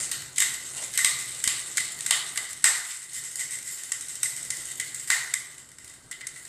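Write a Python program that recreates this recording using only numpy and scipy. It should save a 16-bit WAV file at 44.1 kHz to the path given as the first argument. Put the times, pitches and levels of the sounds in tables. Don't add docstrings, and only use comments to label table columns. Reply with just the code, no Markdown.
import sys
import numpy as np
from scipy import signal
from scipy.fft import rfft, irfft
from scipy.io import wavfile
from scipy.ndimage import uniform_filter1d

SR = 44100
rng = np.random.default_rng(int(sys.argv[2]) if len(sys.argv) > 2 else 0)


def how_loud(loudness_db):
    steps = np.asarray(loudness_db, float) / 20
    return 10 ** steps


def pcm_store(signal):
    levels = np.round(np.clip(np.atleast_2d(signal), -1, 1) * 32767)
    wavfile.write(sys.argv[1], SR, levels.astype(np.int16).T)


N = 286164

# [t/s, scrape level/dB]
CRANK = [(0.0, -30), (0.1, -42), (0.34, -55), (0.5, -67), (0.66, -47.5), (0.79, -35), (0.9, -39.5),
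         (1.3, -40.5), (1.7, -39), (2.6, -45), (2.88, -42), (3.08, -47.5), (3.3, -47), (4.95, -42),
         (5.4, -52), (5.6, -58), (6.1, -55), (6.49, -46)]
# [t/s, level/dB]
BACKGROUND_GAIN = [(0.0, -51.5), (0.3, -57.5), (0.8, -55.5), (1.4, -58), (1.95, -55.5), (2.6, -59.5),
                   (2.75, -62.5), (2.96, -68.5), (3.2, -61), (3.55, -58.5), (3.9, -61.5), (4.6, -57),
                   (5.3, -61), (6.49, -60)]
# [f/Hz, level per Hz/dB]
HUM_COLOUR = [(12, -8), (20, -9), (27, -16), (38, -46), (65, 0), (97, -7), (129, 3.5), (144, 4),
              (173, -13.5), (260, -7), (340, -16), (570, -120)]
# [f/Hz, level per Hz/dB]
AIR_COLOUR = [(100, -41), (170, -0.5), (221, -10), (377, -1), (411, -5.5), (524, -6), (1020, -8.5),
              (1600, -3), (2080, -51), (3520, -120)]
# [start t/s, end t/s, f/Hz]
TOP_TONES = [(0, .59, 13312), (0, .08, 11810), (2.12, 2.5, 12562), (2.66, 3.35, 12562), (3.92, 4.76, 13312),
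             (4.95, 5.3, 13312), (6.17, 6.26, 11810), (6.29, 6.49, 13312), (6.29, 6.45, 12562),
             (6.29, 6.43, 11810), (6.29, 6.4, 11060)]
# [t/s, peak level/dB, share sent to the room/dB, contact time/ms]
CRUNCHES = [(.002, -17, 3, 12.5), (1.19, -29, -13.5, 18), (3.165, -24, -3, 53), (3.388, -20.5, 4, 26),
            (3.437, -31, -17, 15), (3.524, -21, -1.5, 23), (3.672, -24, 0, 33), (4.711, -17.5, -16, 12),
            (4.808, -14, -15, 7.7), (5.074, -16, -2.5, 11), (6.284, -25.5, -14, 15),
            (3.775, -29.5, 4.5, 47), (2.5, -21, -13, 20), (3.108, -28, 6.5, 8), (2.531, -13, -16, 2.5),
            (2.93, -25, -3, 25), (3.019, -24.5, -12, 27)]
# [t/s, peak level/dB, low modes/dB, share sent to the room/dB]
AXLE_PLAY = [(0.0359, -21, -6, 0.4), (0.219, -20, -4, -5), (0.3596, -16.5, -7, 3), (0.9365, -15, 0, 2),
             (1.1868, -15, -5, 2.5), (1.307, -22, -7, 4.5), (1.346, -16.5, -8, -7), (1.401, -18.5, 1, -23),
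             (1.699, -37, 0, -2.2), (2.0062, -11.5, -9, -9), (2.3577, -16, 8.5, 2), (2.452, -22, 8.5, -5.5),
             (2.4884, -24, -2, -4), (2.5308, -20, -11, -13), (2.6242, -27, -13, 0)]
# [t/s, peak level/dB, low modes/dB, middle modes/dB, share sent to the room/dB]
CATCHES = [(0.1141, -8.5, -2, 1, -2), (0.381, -1.5, 0.5, 0.4, -6), (0.402, 0.5, -1, 0.2, -1.5),
           (0.4209, -5, 5.5, 4.5, -7), (0.539, -14, 2, 2, -11), (0.9544, -16, 0, -8, -15),
           (0.9749, -1.5, -1, 2, -4.5), (0.9877, -7.5, 10, -6, -4), (1.0453, 2, 3, 4.5, -4.5),
           (1.4391, -3, 0.5, -1.5, -5), (1.475, 0.5, -0.5, 4, -4.5), (1.7707, -3, -2.5, 0, -5),
           (1.779, -6, 10, 1.5, -13.5), (1.8003, -11, 5.5, 2.5, -3.5), (2.062, -4.5, 0, 0, -5),
           (2.108, 2.5, 1.5, 5, -4), (2.374, -7.5, 1, 6, -11), (2.6413, 4.5, 2.5, 0, -3.5)]
# [t/s, peak level/dB, low modes/dB, middle modes/dB, share sent to the room/dB]
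LATE_CATCHES = [(3.9187, -4.5, 0, -4, -8), (4.2306, -1.5, -5.5, -4, -6.5), (4.256, -16.5, 9.5, 3, -18),
                (4.5033, -6.5, -1, -3.5, -6.5), (4.798, -8.5, 7, 1.5, -8), (5.1014, 0, 9, 3, -2),
                (5.338, -2.5, 3.5, -2, -9.5), (6.112, -15.5, 5.5, -5, -11), (6.1227, -25, 12.5, 9.5, -7.5),
                (6.2085, -27.5, 15.5, 9.5, -8.5), (6.2682, -12, -4, -2.5, -11), (6.3591, -27.5, 9, 3, -5)]
# [t/s, peak level/dB, share sent to the room/dB]
SNAPS = [(3.1325, -18, 7.5), (3.1434, -23, 7), (3.237, -15, 2.5), (3.3139, -20, 0.5), (3.3558, -13, -2.5),
         (3.3927, -14, 1), (3.5074, -17, 2.5), (3.553, -17, -15), (3.5862, -15.5, -7), (3.6265, -18, -4),
         (3.6488, -24.5, 6.5), (3.675, -15, -16), (3.71, -18, 2.5), (3.8334, -14.5, -3),
         (4.0083, -14, -3.5), (4.0836, -15, 2.5), (4.154, -16, -5), (4.3633, -16.5, 2.5),
         (4.4286, -15.5, -8), (4.4485, -17.5, -6), (4.569, -15, -2), (4.6538, -13, -1.5),
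         (4.7546, -19, -21), (4.9447, -12.5, -4), (4.996, -15, -5.5)]
# [t/s, peak level/dB]
TICKS = [
    (5.5797, -23.5),
    (5.716, -30),
    (5.784, -25),
    (5.8437, -25.5),
    (5.877, -26),
    (5.8962, -24.5),
    (5.9375, -28),
    (6.4512, -22),
    (5.689, -31),
]
# [f/Hz, width/Hz, level/dB]
DEEP_MODES = [(657, 40, -18.5), (825, 1200, -26.5), (1202, 67, -8.5), (1516, 230, -17.5)]
LOW_MODES = [(1530, 450, -11), (1792, 142, -5), (1826, 100, -2), (2019, 109, 2.5)]
MIDDLE_MODES = [(2450, 1820, -12.5), (3004, 330, -5.5), (3690, 284, -8.5), (4310, 490, -8.5),
                (4917, 270, -14.5)]
HIGH_MODES = [(5366, 700, -10.5), (6520, 680, -4), (7450, 603, 1.5), (8230, 620, 3.5), (9140, 1280, -3.5),
              (11230, 1640, -8), (11800, 1460, -10), (13660, 430, -16), (13500, 1100, -24)]
ROOM_DB = (2, -2, -0.3, -1.65)
RADIATES_HZ = (250, 1350, 1600, 3000)
# [f/Hz, t60/s]
KITCHEN_T60 = [(500, 0.64), (1200, 0.86), (2500, 0.48), (5000, 0.58), (8000, 0.32), (13000, 0.51)]
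# [t/s, length/s, level/dB, low f/Hz, high f/Hz]
BRUSHES = [
    (0.72, 0.2, -52, 456, 990),
    (2.358, 0.12, -54.5, 400, 1210),
    (3.347, 0.12, -58.5, 450, 900),
    (4.3, .45, -65, 330, 706),
]
# [t/s, thud level/dB, deep modes/dB]
JOLTS = [
    (1.046, -41, -1),
    (1.473, -35, -1.5),
    (1.803, -43, 2),
    (2.109, -46, 4.5),
    (2.375, -51, 5),
    (2.642, -36.5, 0.9),
    (5.103, -41, 2),
]

LIGHT_MS, LIGHT_DEEP_DB = 5.4, -26


def rms_one(x):
    return x / np.sqrt(np.mean(x ** 2) + 1e-20)


def energy(x):
    return np.sqrt(np.sum(x ** 2, axis=-1, keepdims=True) + 1e-20)


def in_time(rows):
    s, *columns = np.transpose(rows)
    return [np.interp(np.arange(N) / SR, s, column) for column in columns]


def at_hz(points, hz):
    point_hz, value = np.array(points).T
    return np.interp(np.log(hz + 1), np.log(point_hz), value)


def drift(rate):
    r = np.exp(-40 * np.pi * rate / SR)
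    white = rng.standard_normal(N // 20 + 2002)
    slow = signal.lfilter([1], [1, -2 * r, r * r], white)[2000:]
    return np.interp(np.arange(N) / 20, np.arange(len(slow)), rms_one(slow - slow.mean()))


def pressure():
    rise_s, decay_s, drag_db = 0.12, 0.14, -26.5
    s, db, low, middle, wet = np.transpose(CATCHES + LATE_CATCHES)
    t = np.arange(SR // 2) / SR
    swell = (1 - np.exp(-(t / rise_s) ** 2)) * np.exp(-2 * t / decay_s)
    starts = np.bincount((s * SR).astype(int), how_loud(db + wet + drag_db) ** 2, N)
    drag = signal.fftconvolve(starts, swell)[:N]
    return np.sqrt(how_loud(in_time(CRANK)[0]) ** 2 + np.abs(drag))


def scraping():
    born = rng.random(N) < 2500 * how_loud(5.0 * drift(25)) / SR
    grains = born * how_loud(3.3 * np.minimum(rng.exponential(1, N), 5)) * rng.choice([-1, 1], N)
    slips = (rng.random(N) < 70 / SR) * rng.exponential(1, N)
    bunch = 1 + 0.18 * signal.fftconvolve(slips, np.hanning(180))[:N]
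    friction = 0.48 * rng.standard_normal(N)
    return rms_one((rms_one(grains) + friction) * bunch) * how_loud(0.42 * drift(68))


def coloured(spectrum):
    hz = np.fft.rfftfreq(N, 1 / SR)
    return rms_one(irfft(rfft(rng.standard_normal(N)) * how_loud(at_hz(spectrum, hz)), N))


def background():
    gain_db, = in_time(BACKGROUND_GAIN)
    hum = how_loud(gain_db - 1.76 + drift(2.4) + drift(11)) * coloured(HUM_COLOUR)
    rustle = (pressure() / how_loud(-40)) ** 0.33
    air = how_loud(gain_db - 1.27 + drift(20)) * np.sqrt(0.68 + rustle ** 2) * coloured(AIR_COLOUR)
    return hum + air


def top_tones(x):
    t, out = np.arange(N) / SR, x.copy()
    for hz in {row[2] for row in TOP_TONES}:
        gate = sum(np.clip(np.minimum(t - a, b - t) / .015, 0, 1) for a, b, f in TOP_TONES if f == hz)
        band_pass = signal.butter(3, [hz - 450, hz + 120], "band", fs=SR, output="sos")
        band = signal.sosfiltfilt(band_pass, x)
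        level = np.sqrt(uniform_filter1d(band ** 2, size=2000) + 1e-14)
        out += gate * (1.3 * level * np.sin(2 * np.pi * hz * t) - .75 * band)
    return out


def crunches():
    low_db, middle_db = -1, -3.5
    return [(s, db, LIGHT_DEEP_DB, low_db, middle_db, wet, ms) for s, db, wet, ms in CRUNCHES]


def axle_play():
    middle_db = 1.5
    return [(s, db, LIGHT_DEEP_DB, low, middle_db, wet, LIGHT_MS) for s, db, low, wet in AXLE_PLAY]


def deep(s, db):
    return next((deep_db for at, thud_db, deep_db in JOLTS if abs(at - s) < .008), db - 6.5)


def catches():
    return [(s, db, deep(s, db), low, middle, wet, 5.77 - 0.1447 * db)
            for s, db, low, middle, wet in CATCHES + LATE_CATCHES]


def snaps():
    low_db, middle_db = -6.5, -6
    return [(s, db, LIGHT_DEEP_DB, low_db, middle_db, wet, LIGHT_MS) for s, db, wet in SNAPS]


def ticks():
    low_db, middle_db, room_db = 1, -0.72, -4
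    return [(s, db, LIGHT_DEEP_DB, low_db, middle_db, room_db, LIGHT_MS) for s, db in TICKS]


def knocks():
    return np.array(catches() + axle_play() + snaps() + ticks() + crunches()).T


def contacts(s, peak_db, ms, size=2600):
    age = np.arange(size) / SR / (np.clip(ms, 1, 38)[:, None] / 1000)
    shape = (1 - np.exp(-(age / 0.39) ** 2)) * np.exp(-age ** 3.44 * 1.03)
    slips = how_loud(5.7 * np.minimum(rng.exponential(1, age.shape), 4)) * rng.choice([-1, 1], age.shape)
    force = shape * slips / np.sqrt(np.mean(slips ** 2)) * how_loud(peak_db)[:, None]
    at = np.round((s - .0012) * SR).astype(int)[:, None] + np.arange(size)
    return np.clip(at, 0, N - 1), force


def resonate(x, hz, width_hz):
    r = np.exp(-np.pi * width_hz / SR)
    top = np.array([1, 0, -1]) * (1 - r * r) / 2
    bottom = [1, -2 * r * np.cos(2 * np.pi * hz / SR), r * r]
    return signal.lfilter(top, bottom, x + 1e-18)


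def body(inputs, modes):
    rows = [how_loud(db) * resonate(x, hz, width_hz) for x, (hz, width_hz, db) in zip(inputs, modes)]
    return sum(rows[::2]) - sum(rows[1::2])


def struck_metal(at, force, strength, share, firm, modes):
    unit = signal.unit_impulse(force.shape[1])
    push = force + firm * energy(force) * np.roll(unit, 70)
    blows = body([push * column[:, None] for column in share.T], modes)
    blows *= strength * energy(body([unit] * len(modes), modes)) / energy(blows)
    return np.bincount(at.ravel(), blows.ravel(), N)


def mill():
    s, peak_db, deep_db, low_db, middle_db, wet_db, ms = knocks()
    at, force = contacts(s, peak_db, ms)
    scrape = how_loud(8) * pressure() * scraping()
    direct, sent = np.zeros(N), np.zeros(N)
    groups = zip((DEEP_MODES, LOW_MODES, MIDDLE_MODES, HIGH_MODES),
                 (deep_db, low_db, middle_db, 0 * s),
                 (-31, -3, 0.53, 0),
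                 (3.1, 1.8, 1.38, 1.34),
                 (1.6, 0.81, 0.46, 0.49),
                 ROOM_DB, RADIATES_HZ)
    for modes, knock_db, rub_db, spread_db, firm, room_db, edge_hz in groups:
        share = how_loud(spread_db * rng.standard_normal((len(s), len(modes))))
        strength = energy(force) * how_loud(knock_db - 2.5)[:, None]
        struck = struck_metal(at, force, strength, share, firm, modes)
        drives = []
        for column in share.T:
            rub = scrape * how_loud(rub_db + 1.45 * spread_db * drift(16.6))
            click_size = strength[:, 0] * how_loud(wet_db + room_db) * column ** 1.3
            clicks = np.bincount(at[:, 50], click_size, N)
            drives.append(np.array([rub, clicks + how_loud(-11.0) * rub]))
        near, far = body(drives, modes)
        high_pass = signal.butter(2, edge_hz, "high", fs=SR)
        near, far = signal.lfilter(*high_pass, [near + struck, far])
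        direct += near
        sent += far
    return direct, sent


def table_echo(x):
    lag = round(.0022 * SR)
    return x + how_loud(-22) * np.pad(x, (lag, 0))[:N]


def kitchen(x):
    t = np.arange(round(1.2 * SR)) / SR
    edges, tail = 300 * 2 ** np.arange(0, 5.8, .7), 0
    for low, high in zip(edges, edges[1:]):
        band_pass = signal.butter(2, [low, high], "band", fs=SR, output="sos")
        band = signal.sosfilt(band_pass, rng.standard_normal(len(t)))
        tail = tail + band * how_loud(-60 * t / at_hz(KITCHEN_T60, np.sqrt(low * high)))
    tail = tail * (1 - np.exp(-np.clip(t - .004, 0, 9) / 0.003))
    return signal.fftconvolve(x, tail / np.sqrt(np.sum(tail ** 2)))[:N]


def brush():
    out, white = 0, rng.standard_normal(N)
    for s, length, db, low_hz, high_hz in BRUSHES:
        swell = np.sin(np.pi * np.clip((np.arange(N) / SR - s) / length, 0, 1))
        band_pass = signal.butter(2, [low_hz, high_hz], "band", fs=SR, output="sos")
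        out = out + how_loud(db) * swell * rms_one(signal.sosfilt(band_pass, white))
    return how_loud(2 * drift(30)) * out


def jolts():
    out, thud_hz, decay_s = np.zeros(N), 207, 0.0013
    for s, peak_db, deep_db in JOLTS:
        start = round(s * SR)
        t = np.arange(N - start)[:3000] / SR
        thud = np.sin(2 * np.pi * thud_hz * t) * np.exp(-t / decay_s) * 3.0
        out[start:][:3000] += how_loud(peak_db) * thud
    return out


def scene():
    direct, sent = mill()
    close = table_echo(direct) + jolts() + brush()
    return (close + how_loud(4.5) * kitchen(sent) + background())[None]


def top_cut(x):
    return signal.sosfilt(signal.butter(12, 15140, fs=SR, output="sos"), x)


def record(dry):
    low_pass = signal.cheby2(16, 42, 14620, fs=SR, output="sos")
    mix = top_tones(signal.sosfilt(low_pass, dry))
    return top_cut(mix)


dry = scene()
out = record(dry)
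pcm_store(out)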